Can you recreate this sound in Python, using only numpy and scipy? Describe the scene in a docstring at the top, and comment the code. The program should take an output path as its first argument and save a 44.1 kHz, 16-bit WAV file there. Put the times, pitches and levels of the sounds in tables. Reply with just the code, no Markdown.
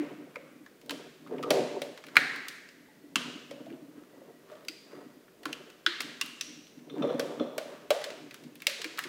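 """Camera crushed in a bench vise

A bench vise is screwed tight on a compact camera in a hard-walled workshop, close to the microphone.
The plastic shell gives way in sharp cracks: short bursts of tearing noise ring through resonances.
The handle clinks and knocks in short decaying rings; random jolts of the screw grind into the booming bench.
The room answers every crack for about a second; a faint whistle comes and goes over a steady hiss."""
import sys
import numpy as np
from scipy import signal
from scipy.fft import rfft, irfft, next_fast_len
from scipy.io import wavfile

SR = 44100
rng = np.random.default_rng(int(sys.argv[2]) if len(sys.argv) > 2 else 0)


def put_to_file(sound):
    """Save the sound as 16-bit audio at rate SR, in the file named by the first command-line argument."""
    columns = np.atleast_2d(sound).T  # one column per channel
    safe = np.clip(columns, -1, 1)
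    whole_steps = np.round(safe * 32767)
    wavfile.write(sys.argv[1], SR, whole_steps.astype(np.int16))


def how_loud(loudness_db):
    """Turn decibels into a plain amplitude multiplier (0 dB gives 1, 20 dB gives 10)."""
    steps = np.asarray(loudness_db, float) / 20
    return 10 ** steps


N = 400428  # samples
LEAD = SR // 4  # samples of lead-in, for sounds already under way at the start

# bench, low resonances: (frequency [Hz], width [Hz], gain [dB])
BENCH_BOOM = [(130, 6.5, -16), (156, 32.3, -4.5), (202.3, 12, -3), (247.8, 86, -0.5), (303.6, 70, 0)]
# bench and vise, higher resonances: (frequency [Hz], width [Hz], gain [dB])
BENCH_BODY = [(371.5, 39, 0.5), (484.4, 36, 0.5), (530, 50, -1.5), (600.6, 74, -3.5), (695, 48, -3),
              (939, 200, -9.5)]


def cracks():
    """Each break rings the freed piece of shell at a pitch and an overtone, crunches and spits splinters."""
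    # the shell tears in broad cracks: (time [s], peak level [dB], pitch [Hz],
    # overtone and crunch level before trims [dB], splinter level [dB])
    broad_rows = [(-0.053, -20, 2020, -39, -54), (0.6613, -41.5, 1500, -48, -63),
                  (0.8135, -58, 2000, -47, -50), (0.861, -60, 2000, -50.5, -48),
                  (0.9069, -31, 1250, -22, -31.5), (1.2717, -41.5, 1170, -47, -57),
                  (1.382, -38, 2200, -57, -61), (1.4272, -34, 1150, -32, -48),
                  (1.4343, -37, 2570, -42, -46), (1.5048, -18.5, 1920, -12, -18.5),
                  (1.8175, -36, 1390, -25, -31), (1.9747, -40.5, 1330, -37.5, -59),
                  (2.0386, -36.5, 1640, -39, -56), (2.066, -41.5, 1900, -42.5, -43),
                  (2.084, -42, 1590, -43, -55), (2.1554, -21.5, 1590, -28, -47),
                  (2.36, -43, 2000, -35, -40), (2.4833, -54, 2080, -26, -28.5),
                  (2.6879, -46, 1900, -41.5, -70.5), (3.5094, -43, 1150, -35, -49),
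                  (3.66, -53.5, 3010, -55.5, -61), (3.7, -44, 1900, -59, -70.5),
                  (3.725, -46, 2400, -65, -72), (4.515, -55.5, 3210, -52, -66),
                  (4.552, -55, 3300, -59, -64), (4.607, -54, 1500, -57, -63), (4.649, -56, 1370, -46, -48),
                  (5.2802, -47, 1380, -96, -66), (5.4323, -48, 1460, -39.5, -47.5),
                  (5.4545, -23.5, 1250, -27, -34.5), (5.7, -73, 1400, -41, -49),
                  (6.0041, -42, 1190, -17.5, -47), (6.018, -50, 2200, -31, -33),
                  (6.2608, -53, 1260, -35.5, -35), (6.668, -46.5, 3210, -66.5, -56.5),
                  (6.79, -51, 2300, -70, -67), (7.1953, -28.5, 1270, -20.5, -27.5),
                  (7.5797, -30.5, 1230, -22, -30.5), (7.9047, -21.5, 1150, -14, -22.5),
                  (8.0152, -35, 1900, -36, -47), (8.0405, -36, 1430, -23.5, -39),
                  (8.103, -37, 1680, -34, -65), (8.309, -40, 1900, -37.5, -50),
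                  (8.3425, -41.5, 1430, -36, -37), (8.437, -58, 1900, -42, -48),
                  (8.5545, -66, 1275, -41.5, -41), (8.602, -51, 1480, -41, -60),
                  (8.6198, -31, 2200, -36.5, -33.5), (8.697, -26, 2100, -35, -31),
                  (8.8163, -56, 1410, -24, -82), (8.843, -24.5, 2050, -26.5, -34),
                  (8.9745, -44, 1720, -30, -50), (8.9835, -26, 1500, -38, -42),
                  (8.9893, -21.5, 1510, -22.5, -23.5), (9.0377, -33, 1890, -30, -34.5)]
    # stiff parts snap clean: (time [s], peak level [dB], pitch [Hz], width [Hz], overtone level [dB],
    # overtone [Hz], overtone width [Hz], crunch level [dB], splinter level [dB], room level [dB])
    clean_rows = [(0.357, -33.5, 1240, 600, -31, 2220, 356, -40.5, -61, -13),
                  (0.8943, -30.5, 1360, 500, -28.5, 3170, 1900, -26.5, -41, -11.5),
                  (2.1671, 2, 1780, 860, -16, 4150, 796, -19.5, -21, -12),
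                  (3.1566, -18.5, 1200, 616, -17.5, 2910, 502, -12, -48.5, -10),
                  (4.6835, -38.5, 2250, 700, -28, 4800, 331, -22.5, -38, -11.5),
                  (5.5282, -38, 1410, 596, -25, 2900, 590, -27, -40, -14),
                  (5.8627, -12.5, 1620, 710, -13, 3580, 1330, -27, -56.5, -10.5),
                  (6.212, -33, 1190, 300, -24.5, 2780, 200, -15.5, -28, -11.5),
                  (6.4098, -27.5, 3230, 2200, -27, 5820, 500, -20, -41.5, -10.5),
                  (8.668, -15, 2050, 1520, -19.5, 4180, 825, -9, -21, -12.5)]
    breaks = []
    for s, db, hz, over_db, splinter_db in broad_rows:
        panel_part = (s, db, hz, 0.54 * hz + 100)
        over_part = (over_db - 3.5, 1.6 * hz, 3500)  # level [dB], frequency and width [Hz]
        breaks.append((*panel_part, *over_part, over_db - 4.5, splinter_db, 0.027, -11.5))
    for *row, wet_db in clean_rows:
        breaks.append((*row, 0.018, wet_db))  # the tearing dies sooner than in a broad crack

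    out = np.zeros(N + LEAD)
    for s, db, hz, width_hz, over_db, over_hz, over_width_hz, crunch_db, splinter_db, t60, wet_db in breaks:
        panel = snap(band(hz, width_hz), db, t60)
        overtone = snap(band(over_hz, over_width_hz), over_db, t60)
        crunch = snap(twice([(3100, 4200, 0)]), crunch_db, t60)
        splinters = snap(twice([(11000, 13000, 0)]), splinter_db, t60=0.0063)
        near, spread = panel + overtone + crunch + splinters
        add(out, s, room(near, wet_db, spread))
    return out[LEAD:]


def snap(response, peak_db, t60):
    """A few milliseconds of tearing through a resonance: (toward the microphone, averaged over directions)."""
    t = np.arange(1024) / SR
    onset = 1 - np.exp(-t / 0.00089)
    tear = rng.standard_normal(len(t)) * onset * how_loud(-60 * t / t60)
    near = filtered(tear, response)
    near *= how_loud(peak_db) / np.abs(signal.hilbert(near)).max()
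    # over all directions: the same energy with a smooth spectrum
    click = np.eye(1, len(t), len(t) // 4)[0]
    even = filtered(click, lambda f: np.abs(response(f)))
    even *= np.linalg.norm(near) / np.linalg.norm(even)
    return np.array([near, .98 * even + .15 * near])  # some of this break's own colour reaches the walls


def band(hz, width_hz):
    """A cluster of close modes, flat on top: two resonances in series, to either side of the centre."""
    lower = modes([(hz - .35 * width_hz, .7 * width_hz, 0)])
    upper = modes([(hz + .35 * width_hz, .7 * width_hz, 0)])
    return lambda f: lower(f) * upper(f)


def handle():
    """The loose steel bar clinks in the screw's eye; the hand's grip shifts its main mode a little."""
    # clinks: (time [s], peak level [dB], low mode level [dB], main mode [Hz])
    clink_rows = [(1.26, -60, -45, 3550), (1.4343, -58, -29.5, 3570), (6.8967, -40.5, -51, 3600),
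                  (7.0213, -32.5, -32, 3540), (7.0893, -40, -43, 3400), (7.0987, -40, -39, 3540),
                  (7.3962, -34, -35.5, 3480)]
    # the bar's other upper modes: (frequency [Hz], width [Hz], gain [dB])
    bar_modes = [(2200, 1100, -5), (4130, 56, 2), (5750, 350, -8.5)]
    # the bar's low mode, passed twice: (frequency [Hz], width per pass [Hz], gain per pass [dB])
    bar_low_mode = [(1190, 200, 0)]
    out = np.zeros(N + LEAD)
    for s, db, low_db, hz in clink_rows:
        main_mode = (hz, 140, 10)  # frequency and width [Hz], gain [dB]
        upper = snap(modes([bar_modes[0], main_mode, *bar_modes[1:]]), db, t60=0.031)
        low = snap(twice(bar_low_mode), low_db, t60=0.035)
        near, spread = upper + low
        add(out, s, room(near, wet_db=-3.5, spread=spread))
    return out[LEAD:]


def knocks():
    """A soft blow: a short low ring, carried on by the bench's resonances."""
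    # dull blows through vise and bench: (time [s], level before the soft onset [dB], pitch [Hz])
    blow_rows = [(-0.004, -20, 303), (0.183, -37.5, 299), (0.366, -32.5, 530), (0.606, -44, 293.4),
                 (0.905, -35, 278), (1.321, -25.5, 416), (1.443, -24.5, 474), (1.507, -6, 560),
                 (1.512, -5, 560), (1.617, -57, 444), (1.818, -21.5, 563), (2.169, -28, 750),
                 (2.885, -53, 834), (3.037, -43, 286), (3.163, -27, 260), (3.357, -33, 250),
                 (3.513, -30.5, 549), (3.666, -35.5, 648), (3.717, -31, 356), (3.834, -44.5, 270),
                 (3.951, -43.5, 285), (3.979, -36, 286), (4.217, -39.5, 560), (4.517, -39, 613),
                 (4.55, -45.5, 627), (4.62, -50, 622), (4.694, -40.5, 317), (4.943, -42, 376),
                 (4.967, -38.5, 279), (5.462, -29.5, 299), (5.873, -32, 344), (6.906, -38.5, 422),
                 (6.94, -30, 396), (7.03, -21, 530), (7.041, -12.5, 523), (7.05, -22, 397),
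                 (7.077, -24, 520), (7.108, -17, 534), (7.197, -17, 530), (7.408, -18, 530),
                 (7.581, -19, 587), (7.906, -6.5, 560), (8.678, -32.5, 553), (8.853, -35, 324),
                 (9.054, -35, 363)]
    out = np.zeros(N + LEAD)
    t = np.arange(SR // 5) / SR
    for s, db, hz in blow_rows:
        cycles = 7 - 0.56 * db  # to -60 dB: hard blows are short, softer ones ring longer
        t60 = max(cycles / hz, .01)
        onset = 1 - np.exp(-t / 0.0012)
        ring = how_loud(db - 60 * t / t60) * onset * np.sin(2 * np.pi * hz * t)
        bench = how_loud(-10.5) * filtered(ring, modes(BENCH_BOOM + BENCH_BODY))
        add(out, s, room(ring + bench, wet_db=-0.5))
    return out[LEAD:]


def grind():
    """The thread slips in jolts that shake the bench's low modes and rasp the steel."""
    # pushes on the handle that make the screw grind:
    # (time [s], held [s], boom level [dB], body level [dB], scrape level [dB])
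    push_rows = [(-0.01, 0.0073, -34.5, -39.5, -50), (0.3, 0.22, -55, -79, -65),
                 (0.93, 0.0094, -47, -47, -80), (1.33, 0.082, -37.5, -43.5, -59),
                 (1.522, 0.087, -36, -30, -51), (2.188, 0.0043, -38, -44.5, -50),
                 (2.34, 0.017, -74.5, -69, -49.5), (2.79, 0.03, -59.5, -88.5, -84),
                 (3.2, 0.0092, -40.5, -45.5, -79), (3.55, 0.012, -44.5, -54.5, -63),
                 (3.71, 0.041, -46, -54.5, -66), (3.97, 0.062, -55.5, -58.5, -66),
                 (4.15, 0.16, -57, -60, -69.5), (4.5, 0.048, -66.5, -52, -60.5),
                 (4.93, 0.05, -49.5, -49.5, -58.5), (5.49, 0.014, -48, -47.5, -79),
                 (6.03, 0.0095, -48.5, -52, -60), (6.24, 0.019, -56.5, -67, -58),
                 (6.5, 0.022, -50.5, -67, -73.5), (6.78, 0.029, -53.5, -62, -79.5),
                 (7.001, 0.14, -35.5, -40.5, -51.5), (7.23, 0.067, -78, -43.5, -55.5),
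                 (7.41, 0.011, -38.5, -38.5, -63), (7.72, 0.015, -53, -49.5, -55),
                 (8.08, 0.03, -53, -45, -63), (8.22, 0.024, -49, -109, -92), (8.43, 0.027, -50, -60, -77.5),
                 (8.8, 0.07, -68, -52, -59), (9.06, 0.073, -45, -69, -51)]
    # rasping steel: (frequency [Hz], width [Hz], gain [dB])
    steel_modes = [(1150, 290, 6.5), (1900, 840, 1), (2665, 1470, -4)]
    boom = filtered(slips(rate=180, spread_db=3.5), twice(BENCH_BOOM))
    body = filtered(slips(rate=500, spread_db=5.0), twice(BENCH_BODY))
    scrape = filtered(slips(rate=960, spread_db=3.5), modes(steel_modes))
    boom = unit(room(boom, wet_db=-2.0)[:N])
    body = unit(room(body, wet_db=-10.5)[:N])
    scrape = unit(room(scrape, wet_db=-4.0)[:N])
    return np.sum(swells(push_rows) * [boom, body, scrape], axis=0)


def slips(rate, spread_db):
    """Stick-slip jolts at random moments, rate per second on average, a few stronger than the rest."""
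    jolts = (rng.random(N) < rate / SR) * rng.standard_normal(N)
    return jolts * how_loud(spread_db * np.minimum(rng.exponential(size=N), 3))


def swells(rows):
    """One gain per level column: every row swells, holds and eases off at the same pace."""
    rise, fall = 179.5, 68  # dB per second
    hop = 64  # samples per envelope point
    t = np.arange(0, N + hop, hop) / SR
    s, held, *dbs = np.transpose(rows)[:, :, None]
    shape_db = -rise * np.maximum(s - t, 0) - fall * np.maximum(t - s - abs(held), 0)
    gains = [np.linalg.norm(how_loud(db + shape_db), axis=0) for db in dbs]  # rows add in power
    return np.array([np.interp(np.arange(N) / SR, t, gain) for gain in gains])


def whistle():
    """A narrow breathy tone, noise through a sharp resonance, faintly comes and goes."""
    # swells of the whistle: (time [s], held [s], level [dB])
    swell_rows = [(0.45, 0.2, -76), (2.9, 0.17, -72), (4.12, 0.24, -74.5), (4.93, 0.09, -68.5)]
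    # its resonance, passed twice: (frequency [Hz], width per pass [Hz], gain per pass [dB])
    whistle_mode = [(1936, 79, 0)]
    tone = unit(filtered(rng.standard_normal(N), twice(whistle_mode)))
    return swells(swell_rows)[0] * tone


def room(x, wet_db, spread=None):
    """The sound, its near reflections and a fresh diffuse tail that dies by frequency.
    The tail is fed by spread, the sound averaged over all directions, where that differs from x."""
    # decay of the workshop: (frequency [Hz], time to -60 dB [s])
    decay_times = [(300, 0.21), (1000, 0.92), (1900, 1.15), (3500, 0.95), (7000, 1.02), (14000, 0.31)]
    # near reflections, typical values: (delay [s], level before treble loss [dB])
    wall_echoes = [(.0065, -12), (.009, -13), (.014, -20.5), (0.022, -32.5)]
    hz, t, z = signal.stft(rng.standard_normal(SR), SR, nperseg=256)
    decay = how_loud(-60 * t / along(decay_times, hz)[:, None])
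    tail = signal.istft(z * decay, SR, nperseg=256)[1][:SR]
    tail *= 1 - np.exp(-np.arange(SR) / SR / 0.0017)  # the diffuse field builds up
    near = np.zeros(SR)
    for s, db in wall_echoes:
        near[round(s * SR * rng.uniform(.93, 1.07))] = how_loud(db + rng.normal(0, 1.0))
    near = filtered(near, lambda hz: 1 / (1 + 1j * hz / 5000))  # cluttered surfaces return little treble
    near[0] += 1  # the direct sound
    far = how_loud(wet_db) * tail / np.linalg.norm(tail)
    if spread is None:
        spread = x
    return signal.fftconvolve(x, near) + signal.fftconvolve(spread, far)


def hiss():
    """The steady room tone and microphone noise: shaped random noise at a fixed level."""
    # spectrum: (frequency [Hz], relative density [dB])
    hiss_spectrum = [(24, -33.5), (40, -6), (75, -16), (152, 5), (366, 7.5), (670, -0.5), (799, -8),
                     (1740, -8.5), (10400, -19), (15650, -17.5), (15900, -37.5)]
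    noise = filtered(rng.standard_normal(N), lambda hz: how_loud(along(hiss_spectrum, hz)))
    return how_loud(-60) * unit(noise)


def unit(x):
    """Scaled to rms 1."""
    return x / np.sqrt(np.mean(x ** 2) + 1e-20)


def along(points, hz):
    """Interpolates (frequency [Hz], value) points on a log frequency axis."""
    f, v = np.transpose(points)
    return np.interp(np.log(hz + 1), np.log(f + 1), v)


def filtered(x, response):
    """x times a complex response of frequency."""
    m = next_fast_len(len(x) + SR // 4)
    return irfft(rfft(x, m) * response(np.fft.rfftfreq(m, 1 / SR)), m)[:len(x)]


def modes(table):
    """Causal response of a set of resonances, summed with alternating sign."""
    def response(f):
        total = 0
        for k, (centre, width, db) in enumerate(table):
            damping = 1j * f * width
            total = total + (-1) ** k * how_loud(db) * damping / (centre * centre - f * f + damping)
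        return total
    return response


def twice(table):
    """The response of the resonances passed two times in series."""
    return lambda f: modes(table)(f) ** 2


def add(track, s, x):
    """Mixes x into the track at time s."""
    part = track[round(s * SR) + LEAD:][:len(x)]
    part += x[:len(part)]


def scene():
    """All sources at one microphone, which cuts the deep bass and adds its own hiss."""
    sources = cracks() + handle() + knocks() + grind() + whistle()
    low_cut_hz = 92
    heard = filtered(sources, lambda hz: (1j * hz / (low_cut_hz + 1j * hz)) ** 2)
    return (heard + hiss())[None]


def band_limit(x):
    """A steep low-pass at the top of the band."""
    return signal.sosfilt(signal.butter(12, 16510, fs=SR, output="sos"), x)


def record(dry):
    """The finished mix of the microphone, as it is stored."""
    return band_limit(dry)


dry = scene()
out = record(dry)
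put_to_file(out)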